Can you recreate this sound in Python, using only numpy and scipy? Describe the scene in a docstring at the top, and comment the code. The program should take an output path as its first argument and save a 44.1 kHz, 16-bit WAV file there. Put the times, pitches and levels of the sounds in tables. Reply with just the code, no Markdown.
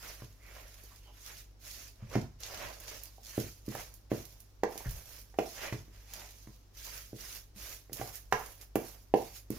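"""A wooden spoon folds thick grated-vegetable batter in a hand-held plastic bowl on a kitchen worktop.
Each push tears tiny wet films (showers of clicks) and rubs the bowl (slips filtered into scrape and drag).
Damp wood squeaks in pitched noise, knocks flex the wall as damped swings, wet pockets pop as noise bursts,
and the bowl bumps on its board in fading low tones.
Bowl and room add short echoes, over a low appliance hum and faint room noise."""
import sys
import numpy as np
from scipy import signal
from scipy.fft import rfft, irfft
from scipy.io import wavfile
from scipy.ndimage import uniform_filter1d

SR = 44100
rng = np.random.default_rng(int(sys.argv[2]) if len(sys.argv) > 2 else 0)


def transcribe(u):
    """Save the signal u as a 16-bit wav file named by the first command-line argument.

    u: samples, shape (n,) or (channels, n), limited to [-1, 1]; the rate is SR.
    q: integer samples, one column per channel.
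    """
    v = np.clip(np.atleast_2d(u).T, -1, 1)
    q = np.round(v * 32767).astype(np.int16)
    wavfile.write(sys.argv[1], SR, q)


N = 422478  # length in samples

# Pushes of the spoon through batter: start t/s, attack t/s, hold t/s, release t60/s,
# squelch level/dB before a fixed boost, scrape and drag level/dB compared with that squelch level
PUSHES = [(-.08, 0.13, 0.045, 0.75, -53.5, -1, -3), (0.339, 0.24, 0.017, 0.67, -59.5, 1.5, 2),
          (.64, 0.04, 0.23, 1.1, -62, -5, -10), (1.101, 0.18, 0.037, 0.48, -55, -3.5, -8.5),
          (1.353, 0.044, 0.0086, 0.11, -53, -10, -25), (1.583, 0.093, 0.18, 0.3, -53.5, -8, -12),
          (1.93, 0.11, 0.077, .3, -70, 4.5, 7.5), (2.081, 0.054, 0.0089, 0.43, -50.5, -0.5, 6),
          (2.383, 0.029, 0.19, .4, -51.5, -6.5, -9.5), (2.437, 0.1, 0.099, 0.94, -51.5, 0.5, 3),
          (2.79, .02, 0.072, 0.64, -56, -3, -2.5), (2.864, 0.013, 0.071, 0.68, -50.5, -7, -7),
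          (3.193, 0.18, .06, 0.51, -50, -5.5, -11), (3.637, 0.086, 0.093, 0.5, -52.5, -4.5, -2.5),
          (4.097, 0.016, 0.025, 0.92, -53.5, -4, -2), (4.665, 0.083, 0.18, 1.33, -55.5, -4.5, -3.5),
          (5.05, 0.057, 0.086, 0.16, -57, -8, -11.5), (5.359, 0.081, 0.16, 0.27, -54, -10, -9),
          (5.516, 0.12, 0.016, 0.54, -46.5, 1, 0), (5.887, 0.058, 0.17, 0.46, -65, -5, -7),
          (6.046, 0.12, 0.046, 0.63, -54.5, -.5, -5.5), (6.294, 0.021, 0.17, 0.75, -64, -14, -23),
          (6.726, 0.11, 0.14, 0.58, -50.5, -5, -13.5), (7.132, 0.082, 0.15, 0.28, -51, -6.5, -12.5),
          (7.539, 0.078, 0.11, 0.34, -51, -4, -7), (7.908, 0.094, 0.016, 0.61, -50, -3, 0.5),
          (8.122, 0.0081, 0.035, 0.18, -53, -4, -25), (8.309, 0.01, 0.16, 0.53, -56.5, -4, -0.5),
          (8.553, .06, .015, 0.093, -61.5, -3, -3), (8.758, 0.062, 0.042, 0.54, -55, -3, -0.5),
          (9.14, 0.022, 0.12, 0.54, -58.5, -2, -6), (9.302, 0.059, 0.008, 0.12, -53, -7.5, -17),
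          (9.495, 0.018, 0.056, .5, -59, -5, -2)]
# Share of fine high fizz in the squelch: t/s, level/dB above 8 kHz
FIZZ_SHARE = [(1.7, -1), (2.2, -7.5), (2.5, -5), (3.3, -0.5), (4.3, -1), (5.1, 3), (5.7, -3.5), (7.3, 0),
              (8.8, 3.5), (9.5, 1)]
# Spectrum shape of wet films: f/Hz, relative level/dB
WET_SPECTRUM = [(1470, -18.5), (2500, -9), (3740, -6.5), (5870, -1.5), (6760, -2.5), (8020, -12.5),
                (9960, -8), (10800, -5.5), (11800, -8.5), (13000, -3.5), (14100, -11.5), (15200, -6),
                (16000, -25)]
# Spectrum shape of scraping on the wall: f/Hz, relative level/dB
SCRAPE_SPECTRUM = [(300, -19.5), (800, -19), (1300, -1), (1700, 2), (2300, 1.5), (2900, -2), (4000, -13.5),
                   (8000, -29)]
# Spectrum shape of the hollow drag: f/Hz, relative level/dB
DRAG_SPECTRUM = [(80, -0.5), (200, -9), (350, -3.5), (600, 4), (800, -1.5), (1100, -2.5), (1500, -15.5),
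                 (3000, -53)]
# Left minus right for the batter: f/Hz, level/dB
BATTER_LEAN = [(100, 1.5), (500, -9), (1200, -3.5), (2500, -3.5), (5000, -5), (7000, 0.5), (9000, -4),
               (11500, -15.5), (16000, -40)]
# Appliance hum: f/Hz, level/dB (rms, before wavering)
HUM_TONES = [(47.2, -82.5), (49.8, -58), (98.8, -65)]
# Spectrum shape of the room noise: f/Hz, relative level/dB
ROOM_SPECTRUM = [(20, -22.5), (32, -5.5), (46, -2), (60, -2), (78, -34), (105, -13.5), (160, -23.5),
                 (300, -23.5), (800, -32.5), (2000, -39.5), (3500, -41.5), (5500, -38.5), (8500, -50),
                 (16000, -51)]
# Filter for the left-right difference of the room noise: f/Hz, level/dB
ROOM_WIDTH = [(150, -11.5), (600, -1.5), (2000, -0.5)]
# Damp wood squeaking on the wall: middle t/s, length t/s, pitch f/Hz, relative level/dB
WOOD_SQUEAKS = [(0.05, 0.12, 694, -66), (0.064, 0.071, 2170, -68.5), (0.486, 0.24, 2210, -64.5),
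                (0.926, 0.064, 1030, -67.5), (1.076, 0.19, 2980, -70), (1.092, 0.093, 860, -67),
                (2.15, 0.032, 2150, -49.5), (4.865, 0.059, 1790, -55.5), (6.2, 0.23, 780, -62.5),
                (6.875, .06, 960, -61)]
# Spoon against bowl: t/s, knock level/dB, knock f/Hz, overtone relative level/dB,
# crack f/Hz, crack relative level/dB, board thud relative level/dB (overtone and thud get fixed boosts)
SPOON_KNOCKS = [(0.220, -47.5, 300, -2, 1500, -1.5, 8), (0.838, -55.5, 420, -44, 1850, -36, -20),
                (2.024, -51, 218, -17, 2000, -27, 15), (2.154, -27, 370, -1.5, 1610, -4.5, -0.5),
                (2.161, -21, 252, -19, 1080, -18, -9), (3.182, -60.5, 398, 10.5, 1700, -19, -20),
                (3.378, -23.5, 311, -10, 1680, -19, -6), (3.680, -30, 277, -36, 1788, -23, -6.5),
                (3.751, -38, 458, -23, 1700, 4, -4.5), (4.116, -22, 306, -5, 1710, -15, -10),
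                (4.634, -18, 456, -6.5, 1970, -7.5, -44), (4.756, -41, 428, -3, 2000, -25, -26),
                (4.806, -51, 477, 9, 1200, -14, -24), (5.341, -55.5, 430, 2, 1840, 4, -20),
                (5.387, -20.5, 356, -1.5, 2640, -7.5, -29), (5.724, -32.5, 332, -19, 1940, 0, 3),
                (5.880, -53, 308, -24, 1900, -9.5, -3), (6.472, -46.5, 277, -17, 1920, -3, 0),
                (7.13, -38, 318, -10, 1600, -23, -3), (7.896, -46.5, 410, -8, 1900, -8, -16),
                (7.920, -44.5, 324, -14, 1700, -14, -4), (7.996, -38, 312, -22, 1750, -10, -18),
                (8.013, -40, 380, 8, 1220, 7, 2), (8.324, -24.5, 490, 1, 1700, 8.5, -16),
                (8.331, -35, 490, 11, 2130, 6, -25), (8.756, -19.5, 323, -7, 2690, -8.5, -22.5),
                (9.139, -11.5, 421, -6.5, 2700, -15.5, -39), (9.503, -26.5, 286, -51, 2030, -21.5, -13.5)]
# Ringing tones of the bowl wall, damped by batter and hand: f/Hz, relative level/dB, t60/s
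BOWL_MODES = [(319, -5, 0.23), (396, -10, 0.235), (483, 4, 0.063), (592, -7, 0.091), (707, -3, 0.17),
              (801, 13, 0.078), (934, -10, 0.066), (940, -10, .18), (1230, -15, 0.12), (1200, 14, 0.039),
              (1520, -10, .1), (1672, -5, .12), (1810, 9, 0.082), (2120, 1, .1), (2335, 13.5, .07),
              (2860, -11, .07)]
# Spectrum shape of the contact tick: f/Hz, relative level/dB
TICK_SPECTRUM = [(300, 1), (1000, 10.5), (1800, 2), (2700, 1), (3600, -9), (6500, -7), (8500, -22.5),
                 (13000, -15), (16000, -19)]
# Wet pockets popping: t/s, relative level/dB, extra level/dB above 8 kHz
WET_SMACKS = [(0.836, -53.5, 25), (1.746, -38, 2), (2.404, -38, 13), (2.434, -13.5, -18),
              (2.801, -38.5, 15), (2.88, -18.5, -16), (3.035, -38.5, 20), (3.663, -33, 3),
              (3.7494, -35, 13), (3.94, -46, 23), (4.253, -28.5, 4.5), (4.403, -39.5, 13.5),
              (4.777, -19, 5), (4.909, -36, 19), (6.136, -16.5, -1), (6.8668, -24, 0), (7.931, -20.5, 9),
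              (8.155, -28.5, 12), (8.756, -26.5, 14.5), (9.504, -33.5, 16.5)]
# Bowl settling on the board: t/s, level/dB, pitch f/Hz
BOWL_BUMPS = [(2.171, -40, 65), (4.859, -33, 149), (4.866, -33.5, 120.6), (4.875, -30, 52),
              (4.968, -42, 52), (7.561, -47.5, 187)]
# How long the kitchen rings: f/Hz, t60/s
KITCHEN_DECAY = [(80, 0.46), (300, 0.22), (800, 0.3), (2500, 0.32), (7000, 0.23), (15000, 0.14)]
# Left minus right for the bowl: f/Hz, level/dB
BOWL_LEAN = [(120, 0.5), (280, -2), (550, -4.5), (1100, -5), (2500, -5.0), (6000, -10.5), (12000, -41.0)]

TOP_HZ = 16100  # upper edge of the final sound
SAG_DB_PER_S = 4.5  # the batter gives way while the push is held
WALL_POWER = 1.34  # rubbing on the wall follows the push to this power
BUMP_CYCLES = 13.2  # swings until a bump's decay reaches -60 dB
OVERTONE_RATIO = 1.89  # second flexing of the wall, as a multiple of the knock pitch


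def undb(db):
    """Turn decibels into gain."""
    return 10 ** (np.asarray(db) / 20)


def unit(x):
    """Scale to rms 1."""
    return x / np.sqrt(np.mean(x ** 2))


def at(points, hz):
    """Read (Hz, value) points on a log-frequency axis."""
    f, value = np.transpose(points)
    return np.interp(np.log(np.maximum(hz, 1)), np.log(f), value)


def colour(x, points):
    """Filter by (Hz, dB) points without sounding early; the cepstrum gives the minimum-phase response."""
    size = 4096
    gain = undb(at(points, np.linspace(0, SR / 2, size // 2 + 1)))
    cepstrum = irfft(np.log(gain))
    # fold the second half onto the first
    cepstrum[1:size // 2] *= 2
    cepstrum[size // 2 + 1:] = 0
    response = irfft(np.exp(rfft(cepstrum)))
    return signal.fftconvolve(x, response)[:len(x)]


def sine(hz, t):
    """A pure tone of peak 1."""
    return np.sin(2 * np.pi * hz * t)


def split_filter(kind):
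    """Filter that keeps the sound below ("low") or above ("high") 8 kHz."""
    return signal.butter(3, 8000, kind, fs=SR, output="sos")


def add(track, s, x):
    """Mix x into track at time s, or at the very start if s is negative."""
    i = max(int(s * SR), 0)
    n = min(len(x), len(track) - i)
    track[i:i + n] += x[:n]


def walk(rate):
    """Random levels, rate of them per second, joined by straight glides; rms 1."""
    k = max(int(SR / rate), 1)
    steps = np.repeat(rng.standard_normal(N // k + 1), k)[:N]
    return unit(uniform_filter1d(steps, k))


def fade(t, t60):
    """Exponential decay, 60 dB down at t60."""
    return undb(-60 * t / t60)


def curves(table):
    """Columns of a (s, ..) table, joined by straight lines."""
    s, *columns = np.transpose(table)
    return [np.interp(np.arange(N) / SR, s, c) for c in columns]


def grains(per_s, spread_db):
    """Randomly timed clicks, more uneven in size as spread_db grows; rms 1."""
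    sizes = undb(spread_db * np.minimum(rng.exponential(size=N), 5))
    happens = rng.random(N) < per_s / SR
    return unit(happens * sizes * rng.choice([-1, 1], N))


def scatter(clicks, near_db, far_db):
    """Clicks from many spots leave noise-like echoes: quick ones in the bowl, slow ones in the room."""
    t = np.arange(SR // 3) / SR
    near, far = fade(t, 0.014) ** 2, fade(t, 0.19) ** 2
    echo = undb(near_db) ** 2 * near / near.sum() + undb(far_db) ** 2 * far / far.sum()
    energy = np.maximum(signal.fftconvolve(clicks ** 2, echo)[:N], 0)
    echoes = np.sqrt(energy) * rng.standard_normal((2, N))
    return (clicks + echoes) / np.sqrt(1 + echo.sum())


def voiced(x, points):
    """Give a white stereo pair a spectrum while keeping its power about the same."""
    gain = np.sqrt(np.mean(undb(at(points, np.linspace(0, SR / 2, 2048))) ** 2))
    return np.array([colour(side, points) for side in x]) / gain


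def brighten(x, db):
    """Change the level above 8 kHz, where the thinnest films sound."""
    top = signal.sosfiltfilt(split_filter("high"), x)
    return x + (undb(db) - 1) * top


def pockets(x, depth_db):
    """Hollows between spoon, batter and wall open and close, so narrow resonances come and go."""
    _, _, spectra = signal.stft(x, nperseg=1024)
    field = rng.standard_normal(spectra.shape[1:])
    # smooth the random gains over pitch, then over time
    for _ in range(2):
        field = uniform_filter1d(field, size=4, axis=0)
        field = uniform_filter1d(field, size=2, axis=1)
    gain = unit(undb(depth_db * unit(field)))
    return signal.istft(spectra * gain, nperseg=1024)[1][:, :N]


def pushes():
    """Each push builds, holds as the batter yields, then dies away; gives gains of squelch, scrape and drag."""
    power = np.zeros((3, N))
    for s, attack, hold, t60, db, scrape_db, drag_db in PUSHES:
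        t = np.maximum(np.arange(N) / SR - s, 0)
        push = np.minimum(t / attack, 1)
        push = push * undb(-SAG_DB_PER_S * np.clip(t - attack, 0, hold))
        push *= fade(np.clip(t - attack - hold, 0, 2 * t60), t60)
        wall = push ** WALL_POWER
        gains = np.array([push, undb(scrape_db) * wall, undb(drag_db) * wall])
        power += (undb(db) * gains) ** 2
    return np.sqrt(power)


def squelch(strength, fizz_db):
    """Wet films tear between the shreds: a fine, uneven fizz with coarser crackles on top."""
    fizz = grains(per_s=6300, spread_db=0.0) * undb(1.84 * walk(70))
    crackle = grains(per_s=200, spread_db=4.0)
    tears = unit(fizz + undb(-3.5) * crackle) * undb(4) * strength
    wet = voiced(scatter(tears, near_db=7.0, far_db=8.5), WET_SPECTRUM)
    return pockets(brighten(wet, fizz_db), depth_db=2.5)


def rubbing(scraping, dragging):
    """Shreds slip over the wall in small jerks, heard as a scrape and a hollow drag of the whole bowl."""
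    slips = unit(grains(per_s=1200, spread_db=2.5) * undb(2.1 * walk(45)))
    scrape = scatter(slips * undb(1) * scraping, near_db=-7.0, far_db=2.5)
    drag = scatter(slips * dragging, near_db=-9.0, far_db=-0.5)
    both = voiced(scrape, SCRAPE_SPECTRUM) + voiced(drag, DRAG_SPECTRUM)
    return pockets(both, depth_db=1.5)


def background():
    """A wavering appliance hum of pure tones and faint room noise, its bass mostly shared by both sides."""
    t = np.arange(N) / SR
    hum = np.zeros(N)
    for hz, db in HUM_TONES:
        level = undb(db + 0.5 * walk(2.6)) * np.sqrt(2)  # root 2 turns rms into peak
        hum += level * np.sin(2 * np.pi * hz * t + 0.08 * walk(16))
    mid, side = (unit(colour(rng.standard_normal(N), ROOM_SPECTRUM)) for _ in range(2))
    side = colour(side, ROOM_WIDTH)
    return hum + undb(-61) * (mid + side * np.array([[1], [-1]]))


def squeaks():
    """Wood that quickly sticks and slips gives short, rough, pitched rubs: noise through a ringing tone."""
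    out, t = np.zeros(N), np.arange(SR // 20) / SR
    for s, length, hz, db in WOOD_SQUEAKS:
        n = int(length * SR)
        ring = sine(hz, t) * fade(t, 0.007)
        rub = signal.fftconvolve(rng.standard_normal(SR // 2), ring)[:n]
        add(out, s - length / 2, undb(db) * unit(rub) * np.hanning(n))
    return out


def flex(cycles):
    """The damped wall gives way and springs back for a cycle or two; peak 1."""
    swing = -np.sin(2 * np.pi * cycles) * cycles ** 1.78 * np.exp(-cycles / 0.32)
    return swing / np.abs(swing).max()


def knocks():
    """Each blow flexes the wall, rings its modes and thuds through the board; bare wood adds a crack."""
    out, t = np.zeros(N), np.arange(SR // 3) / SR
    modes = sum(undb(db) * sine(hz, t) * fade(t, t60) for hz, db, t60 in BOWL_MODES)
    thud = sine(117, t) * fade(t, 0.058) * (1 - fade(t, 0.017))
    for s, db, hz, overtone_db, crack_hz, crack_db, thud_db in SPOON_KNOCKS:
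        bend = flex(hz * t)
        overtone = sine(OVERTONE_RATIO * hz, t) * fade(t, 0.012) * (1 - fade(t, 0.0049)) ** 2
        burst = rng.standard_normal(len(t)) * fade(t, 0.019) * (1 - fade(t, 0.027))
        tick = colour(burst, TICK_SPECTRUM)
        wood = sine(crack_hz, t) * fade(t, 0.006) * (1 - fade(t, 0.004))
        crack = undb(1) * tick / np.abs(tick).max() + undb(7.5) * wood
        blow = bend + undb(overtone_db + 10.5) * overtone + undb(crack_db) * crack
        ring = undb(-57.5) * signal.fftconvolve(blow, modes)[:len(t)]
        add(out, s, undb(db) * (blow + ring + undb(thud_db + 5.0) * thud))
        # a bowl pressed onto the board chatters twice as it rocks
        chatter = undb(db + min(thud_db - 7, -5)) * bend
        add(out, s + 0.00871, chatter)
        add(out, s + 0.01833, undb(1.5) * chatter)
    return out


def smacks():
    """Air pockets burst as the batter peels off the spoon: very short noise bursts, each with its own fizz."""
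    low, high, t = np.zeros(N), np.zeros(N), np.arange(SR // 20) / SR
    for s, db, fizz_db in WET_SMACKS:
        burst = rng.standard_normal(len(t)) * fade(t, 0.0097) * undb(db - 12.0)
        add(low, s, burst)
        add(high, s, burst * undb(fizz_db))
    low, high = (voiced(scatter(x, near_db=0, far_db=2.5), WET_SPECTRUM) for x in (low, high))
    return signal.sosfilt(split_filter("low"), low) + signal.sosfilt(split_filter("high"), high)


def bumps():
    """The heavy bowl rocks down on the board and the worktop booms briefly, the lower the longer."""
    out, t = np.zeros(N), np.arange(SR // 2) / SR
    for s, db, hz in BOWL_BUMPS:
        boom = sine(hz, t) * fade(t, BUMP_CYCLES / hz) * (1 - fade(t, 0.003))
        add(out, s, undb(db) * boom)
    return out


def kitchen(x, wet_db, build_s):
    """Add the room's many blurred echoes: decaying noise that differs at each microphone."""
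    t = np.arange(int(0.6 * SR)) / SR
    hz = np.linspace(0, SR / 2, len(t) // 2 + 1)
    centres = np.geomspace(60, 15360, 9)
    noise = rfft(rng.standard_normal((2, len(t))))
    # long waves reach both microphones alike
    alike = 1 / (1 + (hz / 500) ** 2)
    noise[0] = alike * noise[1] + np.sqrt(1 - alike ** 2) * noise[0]
    tail = np.zeros((2, len(t)))
    for centre in centres:
        # each overlapping band dies away at its own pace
        band = at(np.c_[centres, centres == centre], hz)
        tail += irfft(noise * band, len(t)) * fade(t, at(KITCHEN_DECAY, centre))
    tail = unit(tail * (1 - np.exp(-(t / build_s) ** 2))) / np.sqrt(len(t))
    return x + undb(wet_db) * signal.fftconvolve(x[None], tail, axes=1)[:, :N]


def place(pair, lean):
    """Tilt left against right by frequency, keeping the average of the two gains at 1."""
    hz, db = np.transpose(lean)
    mean_db = 20 * np.log10(1 + undb(db)) - 20 * np.log10(2)
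    left = colour(pair[0], np.c_[hz, db - mean_db])
    right = colour(pair[1], np.c_[hz, -mean_db])
    return np.array([left, right])


def scene():
    """Batter and bowl sit mostly a little right of the microphones, over the background."""
    tearing, scraping, dragging = pushes()
    fizz_db, = curves(FIZZ_SHARE)
    batter = squelch(tearing, fizz_db) + rubbing(scraping, dragging) + smacks()
    bowl = undb(3.5) * squeaks() + knocks() + bumps()
    bowl = kitchen(bowl, wet_db=-6.0, build_s=0.0047)
    return place(batter, BATTER_LEAN) + place(bowl, BOWL_LEAN) + background()


def record(dry):
    """A steep low-pass filter removes nearly everything above TOP_HZ."""
    return signal.sosfilt(signal.ellip(10, 0.2, 70, TOP_HZ, fs=SR, output="sos"), dry)


dry = scene()
out = record(dry)
transcribe(out)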